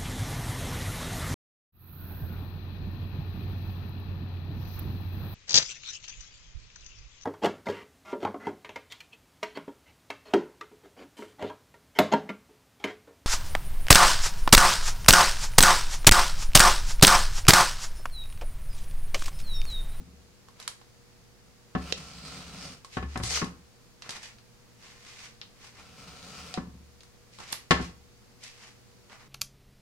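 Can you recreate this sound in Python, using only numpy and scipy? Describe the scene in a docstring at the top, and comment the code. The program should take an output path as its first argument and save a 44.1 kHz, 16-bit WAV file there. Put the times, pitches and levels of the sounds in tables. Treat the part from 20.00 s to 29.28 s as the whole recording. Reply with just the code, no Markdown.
"""Peeling tape from a finned tube

Masking tape is pulled off a hollow tube on a workshop bench. Glue threads snap in dense runs and ring
the tube, which rocks and knocks on its rest. A gloved hand crumples the strips and sticks them aside.
The room is small and dry, with a faint hum."""
import sys
import numpy as np
from scipy import signal
from scipy.fft import rfft, irfft
from scipy.io import wavfile

SR = 44100
rng = np.random.default_rng(int(sys.argv[2]) if len(sys.argv) > 2 else 0)


def waveform_to_disk(signal):
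    """Save audio, clipped to [-1, 1], as 16-bit WAV at the path in sys.argv[1]."""
    frames = np.transpose(np.atleast_2d(signal))
    scaled = np.clip(frames, -1, 1) * 32767
    samples = np.round(scaled).astype(np.int16)
    wavfile.write(sys.argv[1], SR, samples)


N = 409248
TIME = np.arange(N) / SR

# pulling effort of four strokes, on the scale of their hiss: (time [s], level [dB])
FIRST_TUG = [(1.79, -60), (1.868, -52.5), (1.912, -51.5)]
LONG_PEEL = [(1.985, -44), (1.991, -51.5), (2.235, -53), (2.257, -48), (2.485, -52), (2.631, -47.5),
             (2.737, -54), (2.8, -73.5)]
FAST_RIP = [(3.245, -34.5), (3.285, -37.5), (3.317, -29), (3.379, -32.5), (3.385, -37.5)]
SLOW_PEEL = [(5.8, -64.5), (5.888, -64), (6.072, -55), (6.188, -58.5), (6.338, -52), (6.525, -53.5)]
# pulls: (effort curve, ring at usual effort [dB], rumble at usual effort [dB], left minus right [dB])
TAPE_PULLS = [(FIRST_TUG, -48, -49, -2), (LONG_PEEL, -52.5, -50.5, -1.5), (FAST_RIP, -62, -70, 2.3),
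              (SLOW_PEEL, -50, -51.5, 3.4)]
# spectra of snapping glue and of the bench it shakes: (frequency [Hz], level [dB])
GLUE_SPECTRUM = [(1000, -10), (1700, -3), (2050, -2), (2550, -7.5), (3300, -3.5), (4100, 2), (4750, 5),
                 (5700, -0.5), (7000, -3.5), (9500, -6.5), (10700, -14), (14000, -21), (16000, -57.5)]
RUMBLE_SPECTRUM = [(25, -36), (65, 0.5), (120, -11), (178, 3), (220, -12), (268, -2), (315, -29),
                   (700, -52)]
# tube resonances driven by peeling: (frequency [Hz], bandwidth [Hz], level [dB])
WALL_RESONANCES = [(446, 27, -2.5), (539, 93, 7.5), (730, 106, 4.5), (1083, 480, 3), (1310, 36, 13.5),
                   (2440, 810, 1), (2880, 69, -8), (3800, 100, -24), (4810, 80, -19)]
# the fast rip braking: (time [s], slip rate [Hz], level [dB])
BRAKING_SLIPS = [(3.345, 2860, -32), (3.362, 1900, -40), (3.375, 1200, -33), (3.381, 615, -57),
                 (3.388, 480, -45)]
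# tape snapping or creasing: (time [s], level [dB], body [dB], sizzle [dB], left minus right [dB])
SNAPS = [(0.4854, -50.5, 14, -13, -2), (.6, -42, 3, -11, -4.5), (0.6264, -45.5, -29, -19, 1),
         (0.6777, -26.5, -1, -9, -2), (.814, -51.5, 8, -31, -4), (1.924, -19, -26, -35.5, -2.5),
         (2.847, -44, -5, -17, -1), (3.1752, -37, 7, -11, 1), (3.236, -31, -7, -11, 2),
         (3.444, -39.5, 2, -12, 0), (4.0218, -41, -7, -30, -3), (4.0927, -32, -1, -22, 0),
         (4.107, -35, -11, -16, 0), (4.1654, -41.5, 0, -18, -4), (4.23, -44.5, -18, -17, -4),
         (4.3845, -54, -3, -41, 1), (5.4143, -38.5, -10, -49, 0), (6.54, -33, -5, -26, 1),
         (7.0065, -51.5, -24, -29, -1), (7.0338, -53.5, -2, -12, 3), (7.3866, -43.5, 11, -22, 4),
         (7.4018, -41, 13, -20, -7), (7.5249, -32, -4, 15, 0), (7.528, -25, -2.5, -27, -7.5),
         (8.438, -44, -12, -12, -.5), (9.097, -56, 6, -45, -9), (9.1965, -56, 3, -54, -3)]
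# spectrum of a crease: (frequency [Hz], level [dB])
CREASE_SPECTRUM = [(100, -1), (400, -5.5), (1000, 3.5), (2500, -0.5), (4500, 3), (7500, 4.5), (11500, 4.5),
                   (13000, -14), (16000, -23)]
# the strip jerks taut like a drum skin: (time [s], frequency [Hz], level [dB], t60 [s])
TWANGS = [(.486, 1080, -49, 0.053), (1.9246, 474, -22, 0.018), (2.847, 1090, -41, 0.049),
          (6.542, 735, -37.5, 0.17)]
# tube striking its rest: (time [s], level [dB], contact time [ms], wall boom [dB], bench thud [dB])
KNOCKS = [(1.75, -17, 0.3, 1.5, -5), (2.969, -20, 0.23, -7.5, 0), (3.026, -32, 0.16, 3, 9.5),
          (3.157, -22, .23, -7, 1), (3.2, -28, .28, 1, 6), (3.236, -30.5, 0.33, -9, 12.5),
          (3.416, -21.5, 0.21, -20, -25), (3.426, -21.5, 0.36, 2.5, -7), (6.575, -19.5, .4, -2, -11),
          (7.708, -8, 0.09, -5, -9), (7.797, -17.5, 0.74, -4, -7)]
# first bump of each rocking: (time [s], level [dB])
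ROCKINGS = [(.005, -34.5), (6.671, -34.5)]
# modes of the tube (four of the wall, then the fins) and bench: (frequency [Hz], level [dB], t60 [s])
TUBE_MODES = [(170.3, 0.5, 0.091), (192.3, 0, 0.067), (237, -7.5, 0.065), (264.3, -17.5, 0.46),
              (341.4, -7.5, 0.25), (431.3, -14.5, 0.35), (467, -12, .1), (549, -9, 0.17),
              (623, -15.5, 0.17), (753, -1, 0.1), (812, -18, 0.25), (955, -15, 0.066), (1083, -0.5, 0.16),
              (1122, 1, 0.079), (1333, 0, .12), (1538, -6, 0.077), (1738, -1.5, 0.15), (1926, -2, 0.095),
              (2100, -5, 0.083), (2320, -44, .09), (2680, -38, .08), (2900, -41, 0.052), (3200, -36, .07),
              (3250, -33, .07), (4060, -12, .08), (4220, -16, 0.077), (4930, -2, 0.08)]
BENCH_MODES = [(61.8, -15.5, 0.36), (71.8, -16.5, 0.77), (117, -14, .22)]
# the tube's many close modes, merged: (frequency [Hz], level [dB])
CLATTER_SPECTRUM = [(60, -19), (180, 2), (380, -2), (600, -10.5), (1200, -1.5), (1900, -6.5), (2700, -6),
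                    (4200, -9.5), (7000, -12), (11000, -21), (16000, -47)]
# glove on tape: (time of firmest touch [s], rise [s], fall [s], level [dB], relative palm level [dB])
RUBS = [(.615, 0.054, 0.11, -58, 0), (2.945, 0.05, 0.064, -50.5, -13), (3.14, 0.082, .04, -54.5, -6),
        (4.062, 0.041, .04, -58, 7.5), (4.155, 0.079, 0.054, -50.5, 0), (4.239, 0.026, 0.077, -48, -6.5),
        (4.845, 0.062, 0.16, -56, -3), (5.09, 0.12, 0.16, -56.5, -6), (5.24, 0.13, 0.084, -52, -6),
        (5.655, 0.089, 0.078, -55, -5), (5.79, 0.05, 0.054, -57, 2), (7.345, 0.034, 0.07, -59, -26),
        (7.408, .018, 0.053, -52, 1), (7.517, 0.07, 0.09, -47, -4), (7.83, 0.051, 0.072, -49.5, -7),
        (8.441, 0.036, 0.11, -50, -11.5), (8.646, .1, 0.099, -55.5, -3.5), (9.122, 0.033, 0.069, -58, 6),
        (9.21, .018, 0.1, -66, 6)]
# spectra of the glove and the cupped palm: (frequency [Hz], level [dB])
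GLOVE_SPECTRUM = [(1000, -30.5), (2050, 0.5), (3300, -2.5), (4800, -1), (6000, -2.5), (7800, -8),
                  (11000, -19), (15500, -39)]
PALM_SPECTRUM = [(200, -2), (500, -5), (1100, 4), (2000, -3), (3000, -13), (6000, -81)]
# reverberation time: (frequency [Hz], t60 [s])
ROOM_DECAY = [(60, 0.82), (200, 0.41), (800, 0.36), (4000, 0.29), (9000, 0.27), (16000, 0.16)]
# stereo width of diffuse sound and of the air: (frequency [Hz], side over mid [dB])
DIFFUSE_WIDTH = [(40, -14), (180, -15), (300, -8), (700, -3), (2000, 1), (12000, 2)]
AIR_WIDTH = [(60, 0.5), (110, 0), (200, -2), (380, -1.5), (700, -2.5), (1290, -4), (2380, 0), (4400, 0),
             (8120, 0), (15000, 0.5)]
# ambient noise: (frequency [Hz], level [dB])
AIR_SPECTRUM = [(15, -13), (25, -4), (87, -6), (123, -6), (145, -9.5), (223, -6), (326, -16.5), (363, -10),
                (439, -16), (476, -13.5), (624, -17), (2050, -22), (3340, -25), (5000, -23), (16000, -37.5)]
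# faint ringing hiss: (frequency [Hz], bandwidth [Hz], level [dB])
WHISTLE_PEAKS = [(4560, 140, 3), (4930, 160, -11), (6620, 200, 3)]
# hum: (frequency [Hz], level [dB])
HUM_TONES = [(119, -66), (479.1, -71)]


def peel(hiss_db=-0.5, echo_share=0.028, first_trip_ms=0.51, trip_ms_per_s=1.0, usual_effort_db=-51):
    """Stick-slip fracture: glue threads snap; the strip radiates the hiss, the tube and bench the lows."""
    ring_growth, rumble_growth = 0.86, 0.85  # dB per dB of effort
    grip = undb(1.1 * walk(rate=50) + 1.2 * walk(rate=350))
    threads, aside = (grains(rate=11000, scatter_db=3) * grip for _ in range(2))
    strip = spread(colour(threads, GLUE_SPECTRUM), undb(2) * colour(aside, GLUE_SPECTRUM))
    strip = flex(strip, depth_db=2, rate=11)
    wall_mid, wall_side = (unit(resonate(x, WALL_RESONANCES)) for x in (threads, aside))
    wall = spread(wall_mid, undb(-37) * wall_side)
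    rumble = unit(colour(threads, RUMBLE_SPECTRUM))
    out = np.zeros((2, N))
    for effort, wall_db, rumble_db, pan_db in TAPE_PULLS:
        gate, effort_db = stroke(effort)
        extra_db = effort_db - usual_effort_db
        # each snap runs up the free strip and back; the trip lengthens as tape comes off
        trip_s = (first_trip_ms + trip_ms_per_s * np.maximum(TIME - effort[0][0], 0)) / 1000
        hiss = strip + echo_share * np.array([np.interp(TIME - trip_s, TIME, ear) for ear in strip])
        lows = wall * undb(wall_db + ring_growth * extra_db)
        lows += rumble * undb(rumble_db + rumble_growth * extra_db)
        out += gate * (hiss * undb(effort_db + hiss_db) * pan(pan_db) + lows)
    return out


def flex(x, depth_db, rate):
    """Amplitude modulation: as the strip bends and twists, its bands swell and fade independently."""
    spectrum, hz = rfft(x), np.fft.rfftfreq(N, 1 / SR)
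    centres = np.geomspace(1800, 11000, 12)
    bands = (irfft(spectrum * along(np.c_[centres, share], hz), N) for share in np.eye(len(centres)))
    return unit(sum(band * undb(depth_db * walk(rate)) for band in bands))


def squeak(jitter=0.073):
    """Stick-slip oscillation: as the rip brakes, its slips fall into step in a rough, falling zip."""
    gate, hz, db = stroke(BRAKING_SLIPS, edge_s=0.002)
    phase = 2 * np.pi * np.cumsum(hz * (1 + jitter * walk(rate=910))) / SR
    return gate * undb(db) * (np.sin(phase) + undb(3) * np.sin(2 * phase))


def snaps(crack_db=10, side_db=-1, burst_t60=0.014, flutter_db=-9.5, flutter_t60=0.19):
    """Sudden release of tension: a patch of tape cracks loose, then the strip flutters or twangs."""
    clean_break_db, flutter_loss = -30.5, 1.5  # loss in dB per dB above a clean break
    out, t = np.zeros((2, N)), TIME[:SR // 3]
    hz, click = np.transpose(CREASE_SPECTRUM)[0], signal.unit_impulse(len(t))
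    for s, db, body_db, sizzle_db, pan_db in SNAPS:
        tilt_db = along([(900, body_db), (2200, 0), (6000, 0), (10000, sizzle_db)], hz)
        strip = colour(click, np.c_[hz, along(CREASE_SPECTRUM, hz) + tilt_db])
        # a hard snap pulls the strip clear, so it flutters less
        tail_db = flutter_db - flutter_loss * max(db - clean_break_db, 0)
        envelope = fade(t, burst_t60) + undb(tail_db) * fade(t, flutter_t60)
        mid, side = rng.standard_normal((2, len(t))) * envelope
        force = spread(mid + undb(crack_db) * click, undb(side_db) * side)
        burst = signal.fftconvolve(force, strip[None] / np.linalg.norm(strip), axes=1)
        add(out, s, burst * undb(db) * pan(pan_db))
    for s, pitch_hz, db, t60 in TWANGS:
        add(out, s, ring([(pitch_hz, db, t60)], t))
    return out


def knocks(clatter_db=-4, clatter_t60=0.063, rattle_db=-15, rattle_t60=0.31, fins_db=-13.5, pan_db=2):
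    """Impact excitation: each blow rings wall, fins and bench; a longer contact removes treble."""
    out, t = np.zeros((2, N)), TIME[:SR * 3 // 4]
    wall_modes, fin_modes = TUBE_MODES[:4], TUBE_MODES[4:]
    boom, thud = ring(wall_modes, t), ring(BENCH_MODES, t)
    envelope = fade(t, clatter_t60) + undb(rattle_db) * fade(t, rattle_t60)
    for s, db, contact_ms, boom_db, thud_db in KNOCKS + rocking():
        mid, side = (unit(colour(rng.standard_normal(len(t)), CLATTER_SPECTRUM)) for _ in range(2))
        clatter = spread(mid, colour(side, DIFFUSE_WIDTH)) * envelope
        fins = np.array([ring(fin_modes, t, vary_db=-2) for _ in range(2)])
        shell = undb(fins_db) * fins + undb(clatter_db) * clatter
        force = t * fade(t, 3 * contact_ms / 1000)
        shell = signal.fftconvolve(shell, force[None] / force.sum(), axes=1)[:, :len(t)]
        add(out, s, undb(db) * (shell + undb(boom_db) * boom + undb(thud_db) * thud))
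    return out * pan(pan_db)


def rocking(count=3, gap_s=0.069, shrink=0.81, loss_db=4, contact_ms=1.6, boom_db=-3, thud_db=-3):
    """Damped rocking: the tube settles in soft bumps, each sooner and weaker; rows as in KNOCKS."""
    bumps = []
    for s, db in ROCKINGS:
        for k in range(count):
            bumps.append((s, db - k * loss_db, contact_ms, boom_db, thud_db))
            s += gap_s * shrink ** k
    return bumps


def rubs():
    """Sliding friction: the glove crackles over crumpled tape, and the cupped palm adds a duller part."""
    catch = undb(1.3 * walk(rate=140))
    crackle, aside = (grains(rate=5000, scatter_db=-1.5) * catch for _ in range(2))
    glove = spread(unit(colour(crackle, GLOVE_SPECTRUM)), unit(colour(aside, GLOVE_SPECTRUM)))
    palm = spread(unit(colour(crackle, PALM_SPECTRUM)), undb(-13) * unit(colour(aside, PALM_SPECTRUM)))
    out = np.zeros((2, N))
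    for s, rise_s, fall_s, db, palm_db in RUBS:
        out += undb(db) * swell(s, rise_s, fall_s) * (glove + undb(palm_db) * palm)
    return out


def room(dry, wet_db, bass_db=0, gap_s=0.0026):
    """Reverberation: diffuse echoes decay band by band, wide in the treble and narrow in the bass."""
    t = TIME[:SR * 2 // 3]
    hz = np.fft.rfftfreq(len(t), 1 / SR)
    centres = np.geomspace(60, 16000, 9)
    mid, side = rfft(rng.standard_normal((2, len(t))))
    field = spread(mid, side * undb(along(DIFFUSE_WIDTH, hz)))
    field *= undb(along([(200, bass_db), (1500, 0)], hz))
    echo = 0
    for centre, share in zip(centres, np.eye(len(centres))):
        band = irfft(field * along(np.c_[centres, share], hz), len(t))
        decay = fade(t, along(ROOM_DECAY, centre)) * (t > gap_s)
        echo += band * decay / np.linalg.norm(decay)
    return dry + undb(wet_db) * signal.fftconvolve(dry.mean(axis=0)[None], echo, axes=1)[:, :N]


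def background(air_db=-60, whistle_db=-75):
    """Noise floor: broadband workshop air, a narrowband hiss and a slightly wavering hum."""
    mid, side = (colour(rng.standard_normal(N), AIR_SPECTRUM) for _ in range(2))
    air = spread(mid, colour(side, AIR_WIDTH)) / np.std(mid)
    air *= undb(air_db + 0.13 * walk(rate=5.4))
    whistle = undb(whistle_db) * unit(resonate(rng.standard_normal((2, N)), WHISTLE_PEAKS))
    hum = 0
    for hz, db in HUM_TONES:
        amplitude = np.sqrt(2) * undb(db + 0.79 * walk(rate=8.6))
        hum += amplitude * np.sin(2 * np.pi * hz * TIME + 0.5 * walk(rate=9.5))
    return air + whistle + hum


def grains(rate, scatter_db):
    """Shot noise: random clicks of uneven size, at a mean rate per second."""
    sizes = undb(scatter_db * np.minimum(rng.exponential(size=N), 4)) * rng.standard_normal(N)
    return unit(sizes * (rng.random(N) < rate / SR))


def walk(rate):
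    """Random modulation of unit variance, with rate new values per second."""
    knots = rng.standard_normal(N // 20)
    return np.sqrt(3 / 2) * np.interp(TIME * rate, np.arange(len(knots)), knots)


def ring(modes, t, vary_db=0):
    """Modal superposition: damped sines of alternating sign, their shares scattered by vary_db."""
    shares = undb(vary_db * rng.standard_normal(len(modes)))
    return sum((-1) ** k * shares[k] * undb(db) * np.sin(2 * np.pi * hz * t) * fade(t, t60)
               for k, (hz, db, t60) in enumerate(modes))


def resonate(x, peaks):
    """Forced response of parallel resonators."""
    return sum(undb(db) * signal.lfilter(*signal.iirpeak(hz, hz / width, SR), x)
               for hz, width, db in peaks)


def colour(x, points, size=4096):
    """Minimum-phase filtering by a (frequency [Hz], level [dB]) curve."""
    gain = undb(along(points, np.fft.rfftfreq(size, 1 / SR)))
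    cepstrum = irfft(np.log(gain))
    cepstrum[1:size // 2] *= 2
    cepstrum[size // 2 + 1:] = 0
    return signal.fftconvolve(x, irfft(np.exp(rfft(cepstrum))))[:len(x)]


def stroke(rows, edge_s=0.026):
    """Linear interpolation of one hand movement: a gate, then a curve for each column after time."""
    s, *columns = np.transpose(rows)
    gate = np.interp(TIME, [s[0] - edge_s, s[0], s[-1], s[-1] + 2 * edge_s], [0, 1, 1, 0])
    return [gate] + [np.interp(TIME, s, column) for column in columns]


def swell(s, rise_s, fall_s, drop_db=16.5, curve=1.3):
    """Amplitude envelope of a touch that firms up until time s, then lets go."""
    away = np.maximum((s - TIME) / rise_s, (TIME - s) / fall_s)
    return undb(-drop_db * np.minimum(away, 10) ** curve)


def fade(t, t60):
    """Exponential decay, 60 dB down at t60."""
    return np.exp(-np.log(1000) * t / t60)


def along(points, hz):
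    """Interpolation on a logarithmic frequency axis."""
    frequency, value = np.transpose(points)
    return np.interp(np.log(hz + 1), np.log(frequency), value)


def undb(db):
    """Amplitude ratio of a level in decibels."""
    return 10 ** (np.asarray(db) / 20)


def unit(x):
    """Normalisation to rms 1."""
    return x / np.sqrt(np.mean(x ** 2) + 1e-20)


def add(out, s, x):
    """Superposition of x on out from time s."""
    i = int(s * SR)
    out[..., i:i + x.shape[-1]] += x[..., :N - i]


def pan(db):
    """Level-difference panning: two gains, left minus right in dB."""
    return undb(np.array([[0.5], [-0.5]]) * db)


def spread(mid, side):
    """Sum and difference stereo: left and right from mid and side."""
    return np.array([mid + side, mid - side])


def scene():
    """Direct plus reverberant sound in one small room; the snaps are closest and stay driest."""
    sliding = room(peel() + squeak() + rubs(), wet_db=-5.5)
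    cracks = room(snaps(), wet_db=-11)
    blows = room(knocks(), wet_db=-9.5, bass_db=-0.5)
    return sliding + cracks + blows + background()


def record(dry, cutoff_hz=15850):
    """Band limiting: a steep low-pass filter removes the highest treble."""
    return signal.sosfilt(signal.ellip(10, 0.2, 70, cutoff_hz, fs=SR, output="sos"), dry)


dry = scene()
out = record(dry)
waveform_to_disk(out)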